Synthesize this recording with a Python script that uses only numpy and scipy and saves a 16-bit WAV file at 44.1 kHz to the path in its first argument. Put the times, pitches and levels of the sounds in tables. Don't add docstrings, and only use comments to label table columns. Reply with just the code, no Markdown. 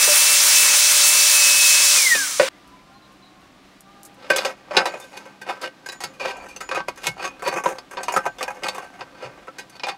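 import sys
import numpy as np
from scipy import signal
from scipy.fft import rfft, irfft
from scipy.io import wavfile
from scipy.ndimage import uniform_filter1d

SR = 44100
rng = np.random.default_rng(int(sys.argv[2]) if len(sys.argv) > 2 else 0)


def waveform_to_disk(signal):
    frames = np.transpose(np.atleast_2d(signal))
    scaled = np.clip(frames, -1, 1) * 32767
    samples = np.round(scaled).astype(np.int16)
    wavfile.write(sys.argv[1], SR, samples)


N = 439677
T = np.arange(N) / SR
CUT_S, HANDLING_START_S = 2.488, 4.1


def undb(db):
    return np.exp(np.asarray(db) * np.log(10) / 20)


def unit(x):
    return x / np.sqrt(np.mean(x ** 2))


def curves(table):
    s, *columns = np.transpose(table)
    return [np.interp(T, s, c) for c in columns]


def walk(rate_hz):
    count = int(T[-1] * rate_hz) + 2
    return 1.2864 * np.interp(T * rate_hz, np.arange(count), rng.standard_normal(count))


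def colour(x, points):
    hz, db = np.transpose(points)
    f = np.arange(N // 2 + 1) * SR / N + 1
    gain = undb(np.interp(np.log(f), np.log(hz), db))
    return unit(irfft(rfft(x) * gain, N))


def band(x, lo_hz, hi_hz):
    y = signal.sosfilt(signal.butter(2, [lo_hz, hi_hz], "band", fs=SR, output="sos"), x)
    return y * np.sqrt(SR / 2 / (hi_hz - lo_hz))


def highpass(x, hz):
    return signal.sosfilt(signal.butter(2, hz, "high", fs=SR, output="sos"), x)


def ring(x, hz, width_hz):
    return signal.lfilter(*signal.iirpeak(hz, hz / width_hz, SR), x)


def grains(spread_db):
    size_db = spread_db * np.minimum(rng.exponential(size=N), 4)
    return unit(rng.standard_normal(N) * undb(size_db))


def tone(hz):
    return np.sqrt(2) * np.sin(2 * np.pi * np.cumsum(hz) / SR)


def pings(table, t60_s, waver_rad):
    out, wobble = np.zeros(N), waver_rad * walk(90)
    for start_s, hz, db, length_s in table:
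        t = T[:int(length_s * SR)]
        edges = np.minimum(1, np.minimum(t / 0.00098, (length_s - t) / (0.31 * length_s)))
        sine = np.sin(2 * np.pi * hz * t + wobble[:len(t)])
        out[int(start_s * SR):][:len(t)] += edges * undb(db - 60 * t / t60_s) * sine
    return out


def room(x):
    t60_s, tail_db = 0.062, -7.5
    t = T[:int(.4 * SR)]
    tail = rng.standard_normal(len(t)) * undb(-60 * t / t60_s) * (t > .003)
    return x + undb(tail_db) * signal.fftconvolve(x, tail / np.linalg.norm(tail))[:N]


# (freq_hz, density_db)
AIR_SPECTRUM = [(94, -36.5), (160, -22), (198, -7.5), (226, -26.5), (279, -1.5), (418, -14.5), (729, -10.5),
                (866, -14.5), (1030, -14.5), (1570, -16), (3940, -21), (4510, -23), (15700, -43)]


def air():
    level_db, swell_db = -52.5, .6
    return undb(level_db + swell_db * walk(18.0)) * colour(grains(1.2), AIR_SPECTRUM)


# (time_s, level_db)
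DEEP = [(0.0, -76), (2.89, -67.5), (6.13, -77), (6.36, -62), (7.13, -61), (9.33, -67), (9.97, -77.5)]
# (start_s, drive_db)
BOOMS = [(6.035, -42), (6.749, -49), (6.881, -53.5), (7.07, -34), (7.528, -50), (7.656, -64), (8.163, -45),
         (8.253, -50), (9.003, -54), (9.242, -39)]


def rumble():
    boom_t60_s, steady_drive_db = 0.17, -63.5
    deep_db = curves(DEEP)[0] + 2.3 * walk(2.5)
    deep = undb(deep_db) * band(rng.standard_normal(N), 30, 68)
    drive = undb(steady_drive_db + 1.0 * walk(5.7))
    for start_s, db in BOOMS:
        drive = drive + (T > start_s) * undb(db - 60 * np.maximum(T - start_s, 0) / boom_t60_s)
    return deep + ring(band(drive * rng.standard_normal(N), 102.5, 172), 135, 99)


# (pitch_hz, width_hz, level_db)
HUM = [(195.3, 5.2, -61), (262, 51, -60), (1190, 8, -65.5)]


def hums():
    return sum(undb(db) * unit(ring(rng.standard_normal(N), hz, w)) for hz, w, db in HUM)


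# (time_s, fundamental_hz, third_harmonic_db)
ENGINE = [(2.5, 325, -71), (2.75, 334.5, -57), (2.95, 349.1, -59.5), (3.3, 357.5, -65), (3.5, 374.6, -60),
          (3.75, 380, -79), (3.9, 400, -57.5), (4.1, 400, -67), (4.25, 387, -74), (4.4, 385, -79.5)]


def engine():
    hz, third_db = curves(ENGINE)
    hz = hz * (1 + 0.01 * walk(40))
    harmonics = [(3, third_db), (4, third_db - 9.0)]
    out = sum(undb(db + 3.9 * walk(31)) * tone(k * hz) for k, db in harmonics)
    return out * (T > CUT_S)


# (time_s, pitch_hz, level_db)
ENGINE_SECOND = [(2.8, 715, -75), (2.97, 810, -56), (3.03, 800, -80), (3.12, 730, -66), (3.4, 745, -61.5),
                 (3.55, 800, -63), (3.65, 740, -77.5), (3.9, 795, -59.5), (4.12, 806, -56),
                 (4.22, 770, -85)]


def engine_second():
    hz, db = curves(ENGINE_SECOND)
    return undb(db + 2 * walk(31)) * tone(hz) * (T > CUT_S)


# (start_s, pitch_hz, peak_db, length_s)
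SQUEAKS = [(2.53, 1950, -55, 0.085), (2.77, 2230, -55, .05), (3.02, 3940, -55.5, .06),
           (3.225, 3940, -52, 0.083)]


def squeaks():
    return pings(SQUEAKS, 0.98, waver_rad=2.3)


# (start_s, pitch_hz, peak_db, length_s)
PEEPS = [(0.075, 591.8, -23, 0.066), (1.975, 531.4, -37, 0.093), (2.15, 283, -41, 0.21014),
         (2.94, 4145, -58, 0.054), (5.01, 3594, -48.5, 0.044), (5.09, 5530, -66, 0.24)]


def peeps():
    return pings(PEEPS, 0.94, waver_rad=0.15)


# (start_s, drive_db, t60_s)
TICKS = [(2.6754, -56, 0.0578), (3.1203, -59, 0.054), (3.4094, -65, 0.05467), (3.807, -48, 0.028),
         (4.032, -42, 0.043), (4.048, -39, 0.069), (4.141, -53.5, 0.035), (7.6, -35, .012),
         (7.699, -38, 0.013)]


def ticks():
    shape = sum((T > s) * undb(db - 60 * np.maximum(T - s, 0) / t60_s) for s, db, t60_s in TICKS)
    return band(shape * grains(15.0), 5651, 12300)


# (start_s, peak_db, length_s until a hand stops it)
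BOLT = [(4.452, -67.5, .25), (4.87, -50, .55), (5.861, -45, .17), (6.04, -54, 0.11), (6.329, -57, .17),
        (6.607, -44.5, 0.18), (6.97, -57, 0.1), (7.07, -61.5, .4), (7.57, -46, 0.051), (8.125, -34, 0.054),
        (8.27, -59, .1), (8.389, -62, .2), (8.64, -51.5, 0.085)]


def bolt():
    pitch_hz, t60_s = 6950, 1
    return pings([(s, pitch_hz, db, length_s) for s, db, length_s in BOLT], t60_s, waver_rad=.05)


def chatter(rate_hz, spread_db, fade_s, steady):
    knocks = (rng.random(N) < rate_hz / SR) * undb(spread_db * rng.standard_normal(N))
    shape = signal.lfilter([1], [1, -np.exp(-1 / (fade_s * SR))], knocks)
    return unit((steady + shape) * grains(1.2))


# drive_db for (low, clank, tick)
HANDLING_DB = [-58.5, -106, -86]
# (loudest_s, drive_db, swell_s, fade_s, clank_db, tick_db);
# swell_s and fade_s span 30 dB, at least 0.01 s each; clank_db and tick_db are relative to drive_db
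STROKES = [(4.27, -44, 0.14, 0, 2, -25), (4.31, -29.5, 0.02, 0.24, 0, -29),
           (4.477, -33, 0.31, 0.09, -16, -16.5), (4.795, -18, 0.1048, 0.0671, -14, -28),
           (4.97, -41, 0.4, -0.4, -9, -22), (5.02, -47.5, 0.14, 0.22, -4, -6),
           (5.176, -30.5, -0.08, -0.03, 0, -11), (5.491, -26.5, 0.05, 0.13, -10, -21),
           (5.64, -22.5, 0.02, 0.0543, -7, -20.5), (5.93, -51, 0.2, 0.1, -5, -11.5),
           (6.255, -22.5, 0.0258, 0.06, -6.5, -19), (6.315, -30, 0.05, 0, -3, -16),
           (6.385, -49, 0.6, -0.46, -27, -23), (6.453, -38, 0.1, 0.1, -26, -19),
           (6.774, -21.5, 0.02, 0.06, -8.5, -32), (6.885, -26, -0.03, 0.04, -7, -19.5),
           (7.077, -26.5, 0.07, 0.05, 0, -6.5), (7.262, -22.5, 0.0958, 0.0442, -6, -16.5),
           (7.44, -37, -0.04, 0.13, -8, -15), (7.48, -24.5, 0.03, 0.03, -8.5, -12),
           (7.542, -27, 0, 0, -9, -13), (7.574, -21, 0.08, 0.065, -25, -22),
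           (7.662, -20.5, -0.02, 0.12, -53, -16.5), (7.938, -33.5, 0.05, 0.04, -17, -15),
           (7.988, -32, 0.03, 0.1, -20, -25), (8.174, -18.5, 0.03, 0.0141, -16, -11),
           (8.266, -34.5, 0.37, 0, -25, -21), (8.428, -31.5, 0, 0.08, -10, -21),
           (8.52, -41, 0.33, 0.18, -15, -13.5), (8.644, -27.5, -0.02, 0.11, -5, -18),
           (8.668, -33.5, 0.02, 0.15, -12, -17), (8.685, -32, -0.15, 0.03, 7.5, -10),
           (8.763, -42, -1.9, 0.34, -14, -17), (8.798, -54, -1.5, 0.3, -9, -25),
           (9.0, -41, 0.07, 0.06, -14, -20), (9.254, -34, 0.13, 0.03, -7, -24),
           (9.415, -42, -0.03, 0.07, -37, -29), (9.55, -49, -0.4, 0.06, -8, -26),
           (9.77, -49, 0.1, -0.1, 0, -11), (9.889, -30.5, 0.03, 0, -12, -10)]


def scraping():
    drag = np.outer(undb(HANDLING_DB), T > HANDLING_START_S)
    for s, db, swell_s, fade_s, clank_db, tick_db in STROKES:
        swell_s, fade_s = max(swell_s, .01), max(fade_s, .01)
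        a, b = int((s - 2 * swell_s) * SR), int((s + 2 * fade_s) * SR)
        t = T[a:b] - s
        fall_db = 30 * np.maximum(-t / swell_s, t / fade_s) ** 1.25
        drag[:, a:b] += np.outer(undb([0, clank_db, tick_db]), undb(db - fall_db))
    return drag * (T > HANDLING_START_S) * undb(1.76 * walk(50))


# (start_s, strike_db, clank_db, tick_db, low_t60_s, ring_hz);
# strike_db is before the chatter and ring offsets, clank_db and tick_db are relative to it
BLOWS = [(0.077, -13.5, -35, -29, 0.073, 584), (2.148, -8.5, 4, -23.5, 0.07, 2496),
         (2.396, -3.5, -0.5, -36, 0.13, 1443), (2.43, -16.5, 6, -27, 0.083, 530),
         (2.479, -21, 10, -22, 0.036, 614), (4.242, -33, 1, -32, 0.098, 527.8),
         (4.301, -2, -5, -12.5, 0.1, 1534), (4.361, -13.5, 4, 3.5, 0.13, 3500),
         (4.383, -13, 10, -19, 0.068, 525), (4.448, -10, 1, -10, 0.15, 550),
         (4.709, -13.5, -8, -34, 0.067, 585), (4.767, 1, 5, -16, 0.11, 1484),
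         (4.855, -10, -1.5, -11.5, 0.15, 537), (4.939, -20, -34, -32.5, 0.14, 576.7),
         (4.999, -33.5, -3, 3.5, 0.15, 776), (5.129, -34.5, -3, -14, 0.87, 835),
         (5.168, -30.5, -3, -3, 0.14, 2500), (5.254, -34.5, -25, -10, 0.15, 524),
         (5.414, -24.5, -3.5, -8.5, 0.12, 1540), (5.614, -28, 5, -1, 0.19, 620),
         (5.86, -25, -2, -4, 0.11, 1571), (5.887, -26.5, 7, -4.5, 0.088, 1580),
         (5.92, -25, -3, -3, 0.1, 1520), (6.004, -25, 1, -5, 0.29, 770), (6.037, -16, 8, 2.5, 0.056, 1330),
         (6.135, -43.5, -5, -6.5, 0.34, 2420), (6.197, -17.5, -3.5, -21, 0.64, 2350),
         (6.252, -14.5, -28, -30.5, 0.057, 680), (6.369, -30, -20, -6.5, 0.06117, 509),
         (6.485, -30.5, -4.5, -7, 0.25, 2380), (6.562, -25.5, 2, -2, 0.074, 2700),
         (6.605, -21, -2, -7.5, 0.15, 1290), (6.69, -19, -2, -14, 0.054, 493),
         (6.712, -12, -1.5, -23, 0.11, 1060), (6.747, -15, -3, -12, 0.16, 1240),
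         (6.883, -12, -7, -7, 0.041, 535), (6.959, -35, 2, 1, 0.045, 1590),
         (6.974, -27, -3, -7, 0.13, 1550), (7.043, -25.5, -16, -25, 0.22, 750),
         (7.068, -10.5, 11.5, 5.5, 0.038, 560), (7.192, -22, -19, -44, 0.48, 2490),
         (7.242, -20, -19, -21, 0.1, 1570), (7.394, -34, -1, -8, 0.085, 1270),
         (7.422, -19, -40, -11, 0.14, 514), (7.459, -16, -3, -39, 0.16, 960),
         (7.513, -19, -10, -20, 0.073, 765), (7.524, -16.5, -31, -15, 0.15, 775),
         (7.637, -14, -22, -10.5, 0.14, 800), (7.658, -6.5, -32, -36, 0.066, 980),
         (7.71, -32.5, -13, -10, 0.039, 540), (7.784, -21.5, 1, -8, 0.045, 920),
         (7.911, -24.5, -7, -7, 0.095, 1570), (7.97, -17, -1.5, -32, 0.12, 950),
         (8.031, -25.5, 7, 2.5, 0.13, 738.6), (8.082, -13.5, -5.5, -15, 0.16, 940),
         (8.122, -16.5, -18, -1, 0.051, 800), (8.139, -11, -14, -9, 0.06, 720),
         (8.163, -1, -40, -16, 0.087, 1230), (8.254, -14, -22, -14, 0.048, 940),
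         (8.262, -8, -33.5, -18, 0.077, 703), (8.384, -24.5, -1, -9, 0.13, 3550),
         (8.408, -15, -9.5, -19, 0.14, 1170), (8.428, -16.5, 5.5, 2, 0.045, 523),
         (8.479, -10.5, -19, -15, 0.049, 1600), (8.504, -16, -34, -14, 0.042, 1250),
         (8.57, -30.5, -31.5, -29, 0.11, 500), (8.622, -25, -25, -20, 0.08, 500),
         (8.634, -11, -0.5, -12.5, 0.046, 1950), (8.655, -17, -15, -17, 0.053, 1200),
         (8.684, -19.5, -2, -1, 0.059, 3660), (8.746, -23.5, -7, -5, 0.15, 940),
         (8.781, -13.5, -38, -12, 0.058, 1050), (9.008, -17.5, -3.5, -31, 0.077, 940),
         (9.223, -25, -9, -23, 0.41, 504), (9.376, -30.5, -32.5, -29, 0.11, 495),
         (9.472, -26, -18, -16, 0.035, 966), (9.481, -19, -45, -27.5, 0.043, 1310),
         (9.584, -28, 6.5, -1.5, 0.15, 1555), (9.697, -40, -2, 8, 0.047, 4900),
         (9.796, -22, 5.5, -27.5, 0.043, 2470), (9.834, -12.5, 2.5, -31, 0.11, 2400),
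         (9.868, -15, -5, -15, 0.052, 784), (9.884, -14.5, 0, -16, 0.15, 780)]


def rattle(contact):
    chatter_db, ring_db, crack_db, rise_s = -10, 11, 5, .001
    force, cracks, rings = np.zeros((3, N)), np.zeros((3, N)), np.zeros(N)
    for s, strike_db, clank_db, tick_db, t60_s, ring_hz in BLOWS:
        i = int(s * SR)
        t = T[:min(int(.25 * SR), N - i)]
        j = i + len(t)
        attack = np.minimum(t / rise_s, 1)
        for k, (db, quick) in enumerate([(0, 1.0), (clank_db, 1.2), (tick_db, 1.5)]):
            force[k, i:j] += attack * undb(strike_db + db + chatter_db - 60 * quick * t / t60_s)
        cracks[:, i + 1] += undb(strike_db + chatter_db + crack_db + np.array([0, clank_db, tick_db]))
        burst = contact[i:j] * undb(strike_db + ring_db - 60 * t / t60_s)
        rings[i:j] += ring(burst, ring_hz, 61)
    return force, cracks, rings


def with_clack(force):
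    return np.insert(force, 1, np.sqrt(force[0] * force[1]), axis=0)


# (pitch_hz, width_hz, gain_db over the shell drive)
MUFFLER = [(530.5, 35.3, 16), (756, 93, 8.5), (833, 23, 8), (974, 34, 9), (1121, 25, 7.5), (1290, 52, 7),
           (1552, 16, 12), (1907, 18, 8.5), (2190, 17, 8), (2518, 60, 12), (2862, 79, 6.5), (3615, 40, 5.5),
           (3950, 35, 0), (4507, 60, 10.5), (5060, 70, 5.5), (5370, 30, 7.5), (6150, 68, 11.5),
           (6450, 92, 9.5), (8060, 80, 7.5), (10160, 86, 3.5)]
# (low_hz, high_hz, force_row: 0 low, 1 clack, 2 clank, 3 tick)
SHELL = [(300, 1800, 0), (1800, 3300, 1), (3300, 5200, 2), (5200, 10500, 3), (10500, 15500, 3)]
SHELL_DB = [-9.5, -12, -10.5, -5.5, -15.5]


def steel():
    thud_db, wander_db, drag_ring_db = -40, 4, -1
    blow = grains(4.77)
    force, cracks, rings = rattle(blow)
    out = signal.sosfilt(signal.butter(2, [350, 5000], "band", fs=SR, output="sos"), rings)
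    force, cracks, drag = with_clack(force), with_clack(cracks), with_clack(scraping())
    rub = drag * chatter(250, 4.0, 0.002, steady=.8)
    push = force * blow + cracks + rub
    ringing = force * blow + cracks + undb(drag_ring_db) * rub
    out = out + undb(thud_db) * band(band(push[0], 147, 310), 147, 310)
    for n, ((lo, hi, k), db) in enumerate(zip(SHELL, SHELL_DB)):
        part = undb(db) * push[k]
        for hz, width_hz, mode_db in MUFFLER:
            if lo <= hz < hi:
                part = part + ring(ringing[k] * undb(db + mode_db + wander_db * walk(12)), hz, width_hz)
        out = out + (-1) ** n * band(part, lo, hi)
    return out


# (start_s, mesh_hz, level_db, held_s)
PRESSES = [(0.0, 2620, -26, 0.024), (0.12, 2606, -23.5, 0.016), (0.27, 2651, -25, 0.028),
           (0.37, 2585, -34, 0.028), (0.47, 2634, -29, 0.028), (0.55, 2602, -23, 0.022),
           (0.68, 2582, -25, 0.03), (0.75, 2624, -35, 0.014), (0.81, 2599, -26, 0.022),
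           (0.92, 2582, -30, 0.021), (1.04, 2614, -24.5, 0.032), (1.19, 2608, -24.5, 0.01),
           (1.29, 2604, -30, 0.021), (1.345, 2588, -21.5, 0.56), (1.79, 2596, -26.5, 0.12)]
# (time_s, level_db)
COAST = [(1.96, -36), (1.985, -22), (2.005, -28), (2.025, -24), (2.05, -27), (2.07, -13), (2.087, -26),
         (2.12, -12), (2.17, -25), (2.24, -27.5), (2.28, -42), (2.39, -47)]


def gears():
    climb_hz_per_s, ease_db_per_s, free_hz, settle_s = 300, 35.5, 2668, 0.016
    off_s, coast_s = 1.952, 0.535
    columns = np.transpose(PRESSES)
    latest = np.searchsorted(columns[0], T, "right") - 1
    start_s, low_hz, top_db, held_s = columns[:, latest]
    free_s = np.maximum(np.minimum(T, off_s) - start_s - held_s, 0)
    hz = uniform_filter1d(np.minimum(low_hz + climb_hz_per_s * free_s, free_hz), int(settle_s * SR))
    db = uniform_filter1d(top_db - ease_db_per_s * free_s, int(settle_s * SR))
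    slowing = np.exp(-np.maximum(T - off_s, 0) / coast_s)
    return hz * slowing, np.where(T < off_s, db, curves(COAST)[0])


# (time_s, level_db, roar_lift_db, sizzle_lift_db)
GRIND = [(0.0, -15, 5, 9), (0.03, -13, 1.5, 7.5), (1.96, -13.5, -0.5, 6), (2.23, -23, 3.5, 6.5),
         (2.385, -27, 2, 1), (2.42, -28, 12, 0), (2.49, -31, 15.5, 0)]
# (freq_hz, density_db)
GRIND_COLOUR = [(71, -69.5), (120, -47), (221, -33.5), (283, -28), (408, -26), (577, -15.5), (639, -22.5),
                (980, -12), (2400, -6.5), (2560, -9), (2770, -6.5), (6020, 0), (9430, -3.5), (12000, -17),
                (15700, -16.5)]
# (pitch_hz, width_hz, gain_db)
DISC = [(2275, 130, -5.5), (4120, 210, -20.5), (5330, 36, -1), (5580, 28, -1), (5940, 97, -3.5),
        (6360, 46, -5), (7360, 240, -6), (9500, 56, -1.5)]


def grinder():
    armature_ratio, armature_db = .2265, -42
    hz, whine_db = gears()
    level_db, roar_db, sizzle_db = curves(GRIND)
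    grit = colour(grains(0.54), GRIND_COLOUR)
    grit = grit + sum(undb(db + 1.4 * walk(8.93)) * ring(grit, f, w) for f, w, db in DISC)
    roar = signal.sosfilt(signal.butter(2, 2800, fs=SR, output="sos"), grit)
    sizzle = highpass(grit, 10500)
    hiss = grit + (undb(roar_db + 1.0 * walk(25)) - 1) * roar
    hiss = hiss + (undb(sizzle_db + 1.3 * walk(24.86)) - 1) * sizzle
    mesh = undb(whine_db + 1.1 * walk(60)) * tone(hz * (1 + .002 * walk(70)))
    armature = undb(armature_db + 0.52 * walk(29.9)) * (hz / hz[0]) ** 6 * tone(armature_ratio * hz)
    return undb(level_db + 0.43 * walk(40)) * hiss + mesh + armature


def scene():
    shop = air() + rumble() + hums() + engine() + engine_second()
    small = room(ticks() + peeps() + squeaks()) + bolt()
    knocks = room(steel()) * ((T < CUT_S) | (T > HANDLING_START_S))
    knocks = highpass(knocks, 170)
    mono = shop + small + knocks + grinder() * (T < CUT_S)
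    return np.array([mono, mono])


def record(dry):
    top_hz = 15750
    rounded = np.tanh(.75 * dry) / .75
    return signal.sosfilt(signal.ellip(10, .2, 60, top_hz, fs=SR, output="sos"), rounded)


dry = scene()
out = record(dry)
waveform_to_disk(out)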